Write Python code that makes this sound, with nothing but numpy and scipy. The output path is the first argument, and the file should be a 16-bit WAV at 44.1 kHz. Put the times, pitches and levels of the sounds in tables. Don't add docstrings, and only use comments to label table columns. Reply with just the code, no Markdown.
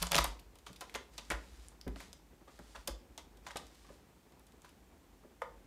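import sys
import numpy as np
from scipy import signal
from scipy.fft import rfft, irfft, next_fast_len
from scipy.io import wavfile
from scipy.ndimage import uniform_filter1d

SR = 44100
rng = np.random.default_rng(int(sys.argv[2]) if len(sys.argv) > 2 else 0)


def volts_from_db(level):
    exponent = np.asarray(level, float) / 20
    return 10 ** exponent


def dump(signal):
    limited = np.clip(np.atleast_2d(signal).T, -1, 1)
    pcm = np.round(limited * 32767).astype(np.int16)
    wavfile.write(sys.argv[1], SR, pcm)


N = 249606


def rms_one(x):
    return x / np.sqrt(np.mean(x ** 2) + 1e-20)


def at_hz(points, hz):
    table_hz, value = np.transpose(points)
    return np.interp(np.log(hz + 1), np.log(table_hz), value)


def band(x, low_hz, high_hz):
    return signal.sosfilt(signal.butter(2, [low_hz, high_hz], "band", fs=SR, output="sos"), x)


def ring(push, hz, t60_s):
    radius = volts_from_db(-60 / (t60_s * SR))
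    turn = 2 * np.pi * hz / SR
    return signal.lfilter([0, np.sin(turn)], [1, -2 * radius * np.cos(turn), radius ** 2], push + 1e-18)


def add(track, s, piece):
    i = max(round(s * SR), 0)
    track[i:i + len(piece)] += piece[:N - i]


def fibres(shape, spread_db):
    size = np.minimum(rng.exponential(1, shape), 5)
    return rng.standard_normal(shape) * volts_from_db(spread_db * size)


def resonate(x, peaks, direct_db):
    out = volts_from_db(direct_db) * x
    for k, (hz, width_hz, db) in enumerate(peaks):
        radius = np.exp(-np.pi * max(width_hz, 30) / SR)
        poles = [1, -2 * radius * np.cos(2 * np.pi * hz / SR), radius ** 2]
        peak = signal.lfilter([1, 0, -1], poles, x)
        out = out + (-1) ** k * volts_from_db(db) * (1 - radius ** 2) / 2 * peak
    return out


# (t/s, claw level/dB, post body re claw/dB, fibre crackle re claw/dB)
SCRABBLE = [(0.0184, -43.5, 3, 2), (0.0248, -35.5, 0, 6), (0.0304, -51, -5, -34), (0.0667, -41.5, -1, -10),
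            (0.0874, -69, -6, -20), (0.1114, -39, -1.5, -18), (0.1171, -30, -3, -46), (0.1294, -37, 6, -49),
            (0.1444, -27.5, -1, -43), (0.1535, -28.5, -1.5, -2), (0.1634, -37, 6, 3.5),
            (0.18, -29, 2.5, -56), (0.1844, -29, 6, -0.5), (0.1884, -49.5, 4, -2), (0.2044, -54, -11, 7),
            (0.2428, -39, 8, -3.5), (0.2484, -51, 8, -27)]
# (t/s, claw level/dB, post body re claw/dB, fibre crackle re claw/dB)
SNAGS = [(0.6639, -49, -1.5, -15), (0.68, -60, 0, -6), (0.8083, -47.5, 1, 0), (0.8155, -57.5, 10.5, -15),
         (0.9491, -40, -7, -21), (0.9524, -42.5, 5.5, -7), (1.1791, -41.5, -12, -8),
         (1.1821, -62, 11.5, -13), (1.302, -40.5, -13, -8), (1.309, -42, 4, -13), (1.3161, -45, -1, -1),
         (1.328, -57, 13, -19), (1.3448, -59, 11, -19), (2.002, -55, 4.5, 1), (2.4762, -65, 10.5, -16),
         (2.7473, -63.5, 15.5, -15), (2.7535, -53.5, 1, -14), (2.8738, -40, -1, 3.5), (2.88, -50, 6, -18),
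         (3.177, -47, -1, -6), (3.4635, -51, -3, -21), (3.466, -51, 4.5, -24), (3.484, -58, 3, -20),
         (3.5058, -52, 0, -17), (3.5578, -46, -4, -20), (3.5691, -42.5, -8, -9), (5.417, -57, 9, -1)]
# (t/s, claw level/dB, post body re claw/dB)
TICKS = [(0.394, -54.5, -21), (0.554, -59.5, 3), (0.585, -59, -2), (0.729, -56, -12), (0.7616, -54, -19),
         (0.8954, -58.5, -24), (0.9402, -48, 2), (1.1383, -65, -5), (1.25, -69, -10), (1.877, -52, 5),
         (1.9584, -62, 15), (2.031, -64, -14), (2.1295, -53, -2), (2.5052, -68, -2), (2.589, -59.5, 9),
         (3.37, -62, -9), (1.716, -70, 12), (1.8108, -59, -12), (3.666, -58, -3.5), (3.748, -64, -3),
         (4.32, -66, 3), (4.3944, -69, -4), (4.4694, -66, -8), (4.5196, -66, -12), (4.6184, -66, 1),
         (4.646, -61, 5), (4.69, -61, -9)]
# (f/Hz, width/Hz, level/dB)
POST_MODES = [(547, 22, -11.5), (690, 770, -6.5), (1963, 340, -0.5), (2040, 176, 3), (2350, 17, 0)]
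# (f/Hz, width/Hz, level/dB)
CLAW_MODES = [(2330, 160, 6.5), (3460, 1100, 20.5), (4400, 40, -5), (4700, 60, -37), (5640, 130, -32)]
TEAR_MS, TEAR_MS_PER_DB, TEAR_MEAN_DB = 9.4, -0.42, -45
TEAR_RISE_MS = 0.9
CRACKLE_SHARE = 0.31


def claws(events, gain_db, share=1):
    s, claw_db, body_db, crackle_db = np.transpose(events)
    length_ms = share * (TEAR_MS + TEAR_MS_PER_DB * (claw_db - TEAR_MEAN_DB))
    length_s = np.clip(length_ms[:, None] / 1000, 1e-3, 0.04)
    t = np.arange(4096) / SR
    dying = np.exp(-t / length_s) * (1 - np.exp(-1000 * t / TEAR_RISE_MS))
    volley = fibres((len(s), 4096), spread_db=4.0) * dying
    body = resonate(band(volley, 453, 1185), POST_MODES, direct_db=-11.0)
    claw = resonate(band(volley, 1620, 7270), CLAW_MODES, direct_db=11.5)
    snaps = fibres((len(s), 4096), spread_db=7.0) * dying ** (1 / CRACKLE_SHARE)
    crackle = band(snaps, 2470, 13100)
    out = np.zeros(N)
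    for part, db in ((body, claw_db + body_db), (claw, claw_db), (crackle, claw_db + crackle_db)):
        loudest = np.sqrt(uniform_filter1d(part ** 2, size=128).max(axis=1))
        gain = volts_from_db(db + gain_db) / loudest
        for start, piece in zip(s, part * gain[:, None]):
            add(out, start, piece)
    return out


# (t/s, peak level/dB, f/Hz)
CLIMB_STRANDS = [(0.0185, -35, 3270), (0.0257, -23, 5640), (0.0307, -29, 2220), (0.0374, -30, 1190),
                 (0.0702, -26, 6590), (0.1184, -17, 6700), (0.1304, -23, 3700), (0.1462, -17, 1980),
                 (0.1544, -15.5, 3530), (0.1646, -15.5, 4300), (0.1813, -13, 3570), (0.1892, -19, 4480),
                 (0.198, -34, 3920), (0.2428, -18.5, 9000)]
# (t/s, peak level/dB, f/Hz)
LATER_STRANDS = [(0.3927, -47, 2820), (0.5567, -48, 7620), (0.6692, -40, 1190), (0.6826, -50, 5770),
                 (0.761, -42.5, 3570), (0.8088, -35, 6700), (0.814, -41, 1640), (0.8218, -51, 2330),
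                 (0.8966, -38.5, 2530), (0.9418, -47, 3300), (0.9493, -29, 2060), (0.9529, -34, 2100),
                 (0.966, -45, 2110), (0.979, -46, 2150), (0.987, -42, 2130), (1.1789, -40, 5940),
                 (1.1808, -40, 3940), (1.1847, -38, 3600), (1.19, -37, 2860), (1.197, -45, 3750),
                 (1.2514, -47, 7190), (1.304, -30.5, 1700), (1.3083, -21, 1590), (1.314, -29, 1720),
                 (1.32, -30, 1410), (1.322, -28, 1240), (1.3293, -38, 1720), (1.34, -32, 1420),
                 (1.345, -43, 1210), (1.3525, -41, 1190), (1.3893, -48, 2050), (1.6848, -34, 8200),
                 (1.8135, -36.5, 3920), (1.8779, -43, 1240), (1.96, -41.5, 3060), (2.0042, -39.5, 1780),
                 (2.0084, -46, 1680), (2.026, -45, 6500), (2.033, -50, 7280), (2.1301, -34.5, 5430),
                 (2.1346, -44, 6300), (2.591, -49.5, 1210), (2.7488, -60, 1550), (2.7571, -43, 1320),
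                 (2.7626, -39, 2710), (2.8747, -24.5, 9400), (2.895, -41, 4390), (2.9101, -44, 4350),
                 (3.1778, -32, 7000), (3.4676, -37, 1210), (3.4854, -41, 5300), (3.5025, -49, 1380),
                 (3.508, -35, 1250), (3.514, -45, 1550), (3.562, -39.5, 1550), (3.5703, -27, 7300),
                 (3.5973, -48, 1210), (5.4206, -31.5, 1300), (5.4314, -46, 1290), (5.4447, -51, 1260)]
# (t/s, peak level/dB, f/Hz)
MORE_STRANDS = [(0.0885, -41, 7000), (0.1233, -25, 2140), (0.2047, -39, 3820), (0.7294, -52, 7500),
                (0.732, -48, 3400), (1.3022, -25, 7000), (1.316, -34, 8500), (2.8775, -34, 4150),
                (2.882, -30, 4400), (3.4688, -45, 12000), (3.548, -55, 10100), (4.3955, -49, 11000),
                (4.468, -48, 7000), (4.6195, -47, 8500), (4.6464, -47, 1290), (4.651, -58, 1300),
                (4.661, -50, 1400)]
STRAND_CYCLES, STRAND_RATIO, STRAND_DB = 1.6, 1.35, -1


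def strands():
    out, t = np.zeros(N), np.arange(1024) / SR
    rows = CLIMB_STRANDS + LATER_STRANDS + MORE_STRANDS
    for (s, db, hz), grit in zip(rows, rng.standard_normal((len(rows), 1024))):
        fading = grit * np.exp(-t * hz / STRAND_CYCLES)
        snap = band(fading, hz / STRAND_RATIO, min(hz * STRAND_RATIO, 0.45 * SR))
        height = np.abs(snap)
        peak_s = height.argmax() / SR
        add(out, s - peak_s, volts_from_db(db + STRAND_DB) * snap / height.max())
    return out


# (t/s, peak level/dB, f where the board answers most/Hz)
KNOCKS = [(0.155, -26, 710), (0.189, -30.5, 710), (0.699, -50.5, 200), (0.947, -45.5, 440),
          (1.303, -31, 1600), (1.313, -30, 840), (1.866, -33, 245), (1.875, -42, 480), (2.474, -51.5, 500),
          (2.593, -45, 347), (2.885, -34.5, 477), (3.152, -61, 500), (3.557, -32.5, 790),
          (3.846, -53.5, 900), (3.890, -50, 930), (3.903, -45, 360), (4.647, -55, 1330), (4.823, -71, 197),
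          (5.236, -50.5, 407), (5.247, -47.5, 280)]
# (f/Hz, level/dB, t60/s)
SHELF_MODES = [(174, -2, 0.92), (530, 12, 0.2), (695, 6, 0.035), (1112, 14, 0.58), (1400, -29, 0.99),
               (1980, 22.5, 0.062), (2170, 5, 0.11), (2300, -1, 0.24)]
PAD_HZ, PAD_DAMPING = 500, 0.11
PAD_FALL_DB = 7.5
THUD_DB, THUD_T60_S, THUD_RISE_CYCLES = 1, 0.064, 0.44
PUNCH_DB, PUNCH_CYCLES = -13, 5.1


def paws():
    out, t = np.zeros(N), np.arange(12000) / SR
    mode_shares_db = rng.normal(0, 3.2, (len(KNOCKS), len(SHELF_MODES)))
    puffs = rng.standard_normal((len(KNOCKS), 12000)) * volts_from_db(-60 * t / THUD_T60_S)
    edges = 110 * 2 ** np.arange(0, 4.6, 0.5)
    slices = [band(puffs, low, high) / np.sqrt(low) for low, high in zip(edges, edges[1:])]
    push = t * np.exp(-2 * np.pi * PAD_HZ * t)
    rings = [volts_from_db(level) * ring(push, hz, PAD_DAMPING * t60) for hz, level, t60 in SHELF_MODES]

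    def near(hz, pad_hz):
        return volts_from_db(-PAD_FALL_DB * np.log2(hz / pad_hz) ** 2)

    for k, (s, db, pad_hz) in enumerate(KNOCKS):
        modes, thud = np.zeros(len(t)), np.zeros(len(t))
        for mode, ringing, share_db in zip(SHELF_MODES, rings, mode_shares_db[k]):
            modes += volts_from_db(share_db) * near(mode[0], pad_hz) * ringing
        for low, part in zip(edges, slices):
            thud += near(low * 2 ** 0.25, pad_hz) * part[k]
        thud *= 1 - np.exp(-t * pad_hz / THUD_RISE_CYCLES)
        knock = modes / np.abs(modes).max() + volts_from_db(THUD_DB) * thud / np.abs(thud).max()
        punch = -np.sin(2 * np.pi * pad_hz * t) * volts_from_db(PUNCH_DB - 60 * t * pad_hz / PUNCH_CYCLES)
        add(out, s, volts_from_db(db - 2.0) * (knock + punch))
    return out


# (f/Hz, level/dB, t60/s)
TOP_BOARD_MODES = [(478, -3, .08), (540, 0, .05), (640, -6, .05), (900, 0, .045), (1050, -4, .07),
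                   (1240, 0, .05), (1480, -8, .05), (2110, -12, .07), (2650, -18, .02)]
RAP_S, RAP_DB, RAP_CONTACT_HZ = 5.4178, -27.5, 1960
BOUNCE_S, BOUNCE_DB = 0.042, -14


def tail_rap():
    out, t = np.zeros(N), np.arange(12000) / SR
    push = t * np.exp(-2 * np.pi * RAP_CONTACT_HZ * t)
    rap = np.zeros(len(t))
    for k, (hz, db, t60) in enumerate(TOP_BOARD_MODES):
        rap += (-1) ** k * volts_from_db(db) * ring(push, hz, t60)
    rap /= np.abs(rap).max()
    add(out, RAP_S, volts_from_db(RAP_DB) * rap)
    add(out, RAP_S + BOUNCE_S, volts_from_db(RAP_DB + BOUNCE_DB) * rap)
    return out


# (t/s, hold/s, level/dB)
STROKES = [
    (0.0, 0.01, -49),
    (0.153, 0.0076, -38.5),
    (0.663, 0.19, -71),
    (0.89, 0.13, -71),
    (1.136, 0.53, -66.5),
    (1.976, 0.057, -60),
    (2.514, 0.3, -69),
    (2.685, 0.044, -78),
    (3.448, 0.49, -69),
    (4.642, 0.019, -68.5),
]
STROKE_ATTACK_DB_PER_S, STROKE_RELEASE_DB_PER_S = 690, 162


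def brushing():
    t, level = np.arange(N) / SR, np.zeros(N)
    for s, hold, db in STROKES:
        before = np.maximum(s - t, 0)
        after = np.maximum(t - s - hold, 0)
        level += volts_from_db(db - STROKE_ATTACK_DB_PER_S * before - STROKE_RELEASE_DB_PER_S * after)
    clumps = volts_from_db(0.7 * rms_one(band(rng.standard_normal(N), 30, 200)))
    grains = fibres(N, spread_db=4.5) * clumps
    return level * rms_one(band(grains, 830, 5340) + volts_from_db(-6.5) * band(grains, 3100, 8800))


# (t/s, peak level/dB, f/Hz)
JOLTS = [(0.0, -45, 46.4), (0.012, -46.5, 173), (0.109, -50, 160.7), (0.152, -45, 157.6), (0.04, -45, 54.6),
         (0.19, -37, 53), (0.257, -45.5, 44), (0.966, -56.5, 60), (1.326, -42.5, 54), (1.519, -53, 58),
         (1.878, -41.5, 52.8), (2.769, -54, 49), (2.899, -45.5, 51.3), (3.099, -58.5, 54), (4.81, -64, 58)]
# (t/s, level/dB)
SWAY = [
    (0, -53),
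    (0.8, -64.5),
    (1.7, -60.5),
    (2.45, -66.5),
    (3.4, -61.5),
    (4.6, -72),
    (5.66, -62),
]
STAND_T60_S = 0.28


def stand():
    out, t = np.zeros(N), np.arange(SR // 2) / SR
    for s, db, hz in JOLTS:
        swell = (1 - np.exp(-t / 0.0083)) * volts_from_db(db + 10.5 - 60 * t / STAND_T60_S)
        add(out, s, swell * np.sin(2 * np.pi * hz * t))
    out = signal.sosfilt(signal.butter(2, 36, "high", fs=SR, output="sos"), out)
    murmur = band(band(rng.standard_normal(N + SR), 46.6, 55.8), 39, 71.0)[SR:]
    sway_s, sway_db = np.transpose(SWAY)
    return out + volts_from_db(np.interp(np.arange(N) / SR, sway_s, sway_db)) * rms_one(murmur)


# (f/Hz, t60/s)
ROOM_T60 = [(150, 0.68), (500, 0.4), (1500, 0.3), (5000, 0.31), (12000, 0.15)]
ROOM_DB = -10.5


def room(x):
    t = np.arange(SR // 2) / SR
    tail = np.zeros(len(t))
    edges = 90 * 2 ** np.arange(0, 7.6, 0.5)
    for low, high in zip(edges, edges[1:]):
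        fading = volts_from_db(-60 * t / at_hz(ROOM_T60, np.sqrt(low * high)))
        tail += band(rng.standard_normal(len(t)), low, high) * fading
    tail *= 1 - np.exp(-t / 0.0052)
    return volts_from_db(ROOM_DB) * signal.fftconvolve(x, tail / np.sqrt(np.sum(tail ** 2)))[:N]


def coloured(spectrum):
    size = next_fast_len(N)
    hz = np.arange(size // 2 + 1) * SR / size
    white = rfft(rng.standard_normal(size))
    return rms_one(irfft(white * volts_from_db(at_hz(spectrum, hz)), size)[:N])


# (f/Hz, level per Hz/dB)
AIR_SPECTRUM = [(41, -39), (70, -2), (91, -15.5), (215, -13.5), (258, -13.5), (356, -15.5), (642, -23),
                (771, -21), (2000, -34), (2600, -36.5), (4400, -120)]
# (f/Hz, level per Hz/dB)
HISS_SPECTRUM = [(900, -12), (1600, 0), (3200, -1.5), (5000, -4.5), (8000, -4.5), (10500, -9),
                 (12500, -7.5), (16300, -9)]
AIR_DB, HISS_DB = -64.5, -72.3


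def air():
    unrest = volts_from_db(1.9 * rms_one(band(rng.standard_normal(N), 1.0, 26)))
    return volts_from_db(AIR_DB) * coloured(AIR_SPECTRUM) * unrest + volts_from_db(HISS_DB) * coloured(HISS_SPECTRUM)


def scene():
    light_catches = [(*tick, 2) for tick in TICKS]
    near = claws(SCRABBLE + SNAGS, gain_db=-1)
    near = near + claws(light_catches, gain_db=-5, share=0.45)
    near = near + strands() + paws() + tail_rap() + brushing()
    return (near + room(near) + stand() + air())[None]


def low_pass(x):
    return signal.sosfilt(signal.butter(12, 16530, fs=SR, output="sos"), x)


def record(dry):
    cut = signal.sosfilt(signal.cheby2(12, 60, 16500, fs=SR, output="sos"), dry)
    return low_pass(cut)


dry = scene()
out = record(dry)
dump(out)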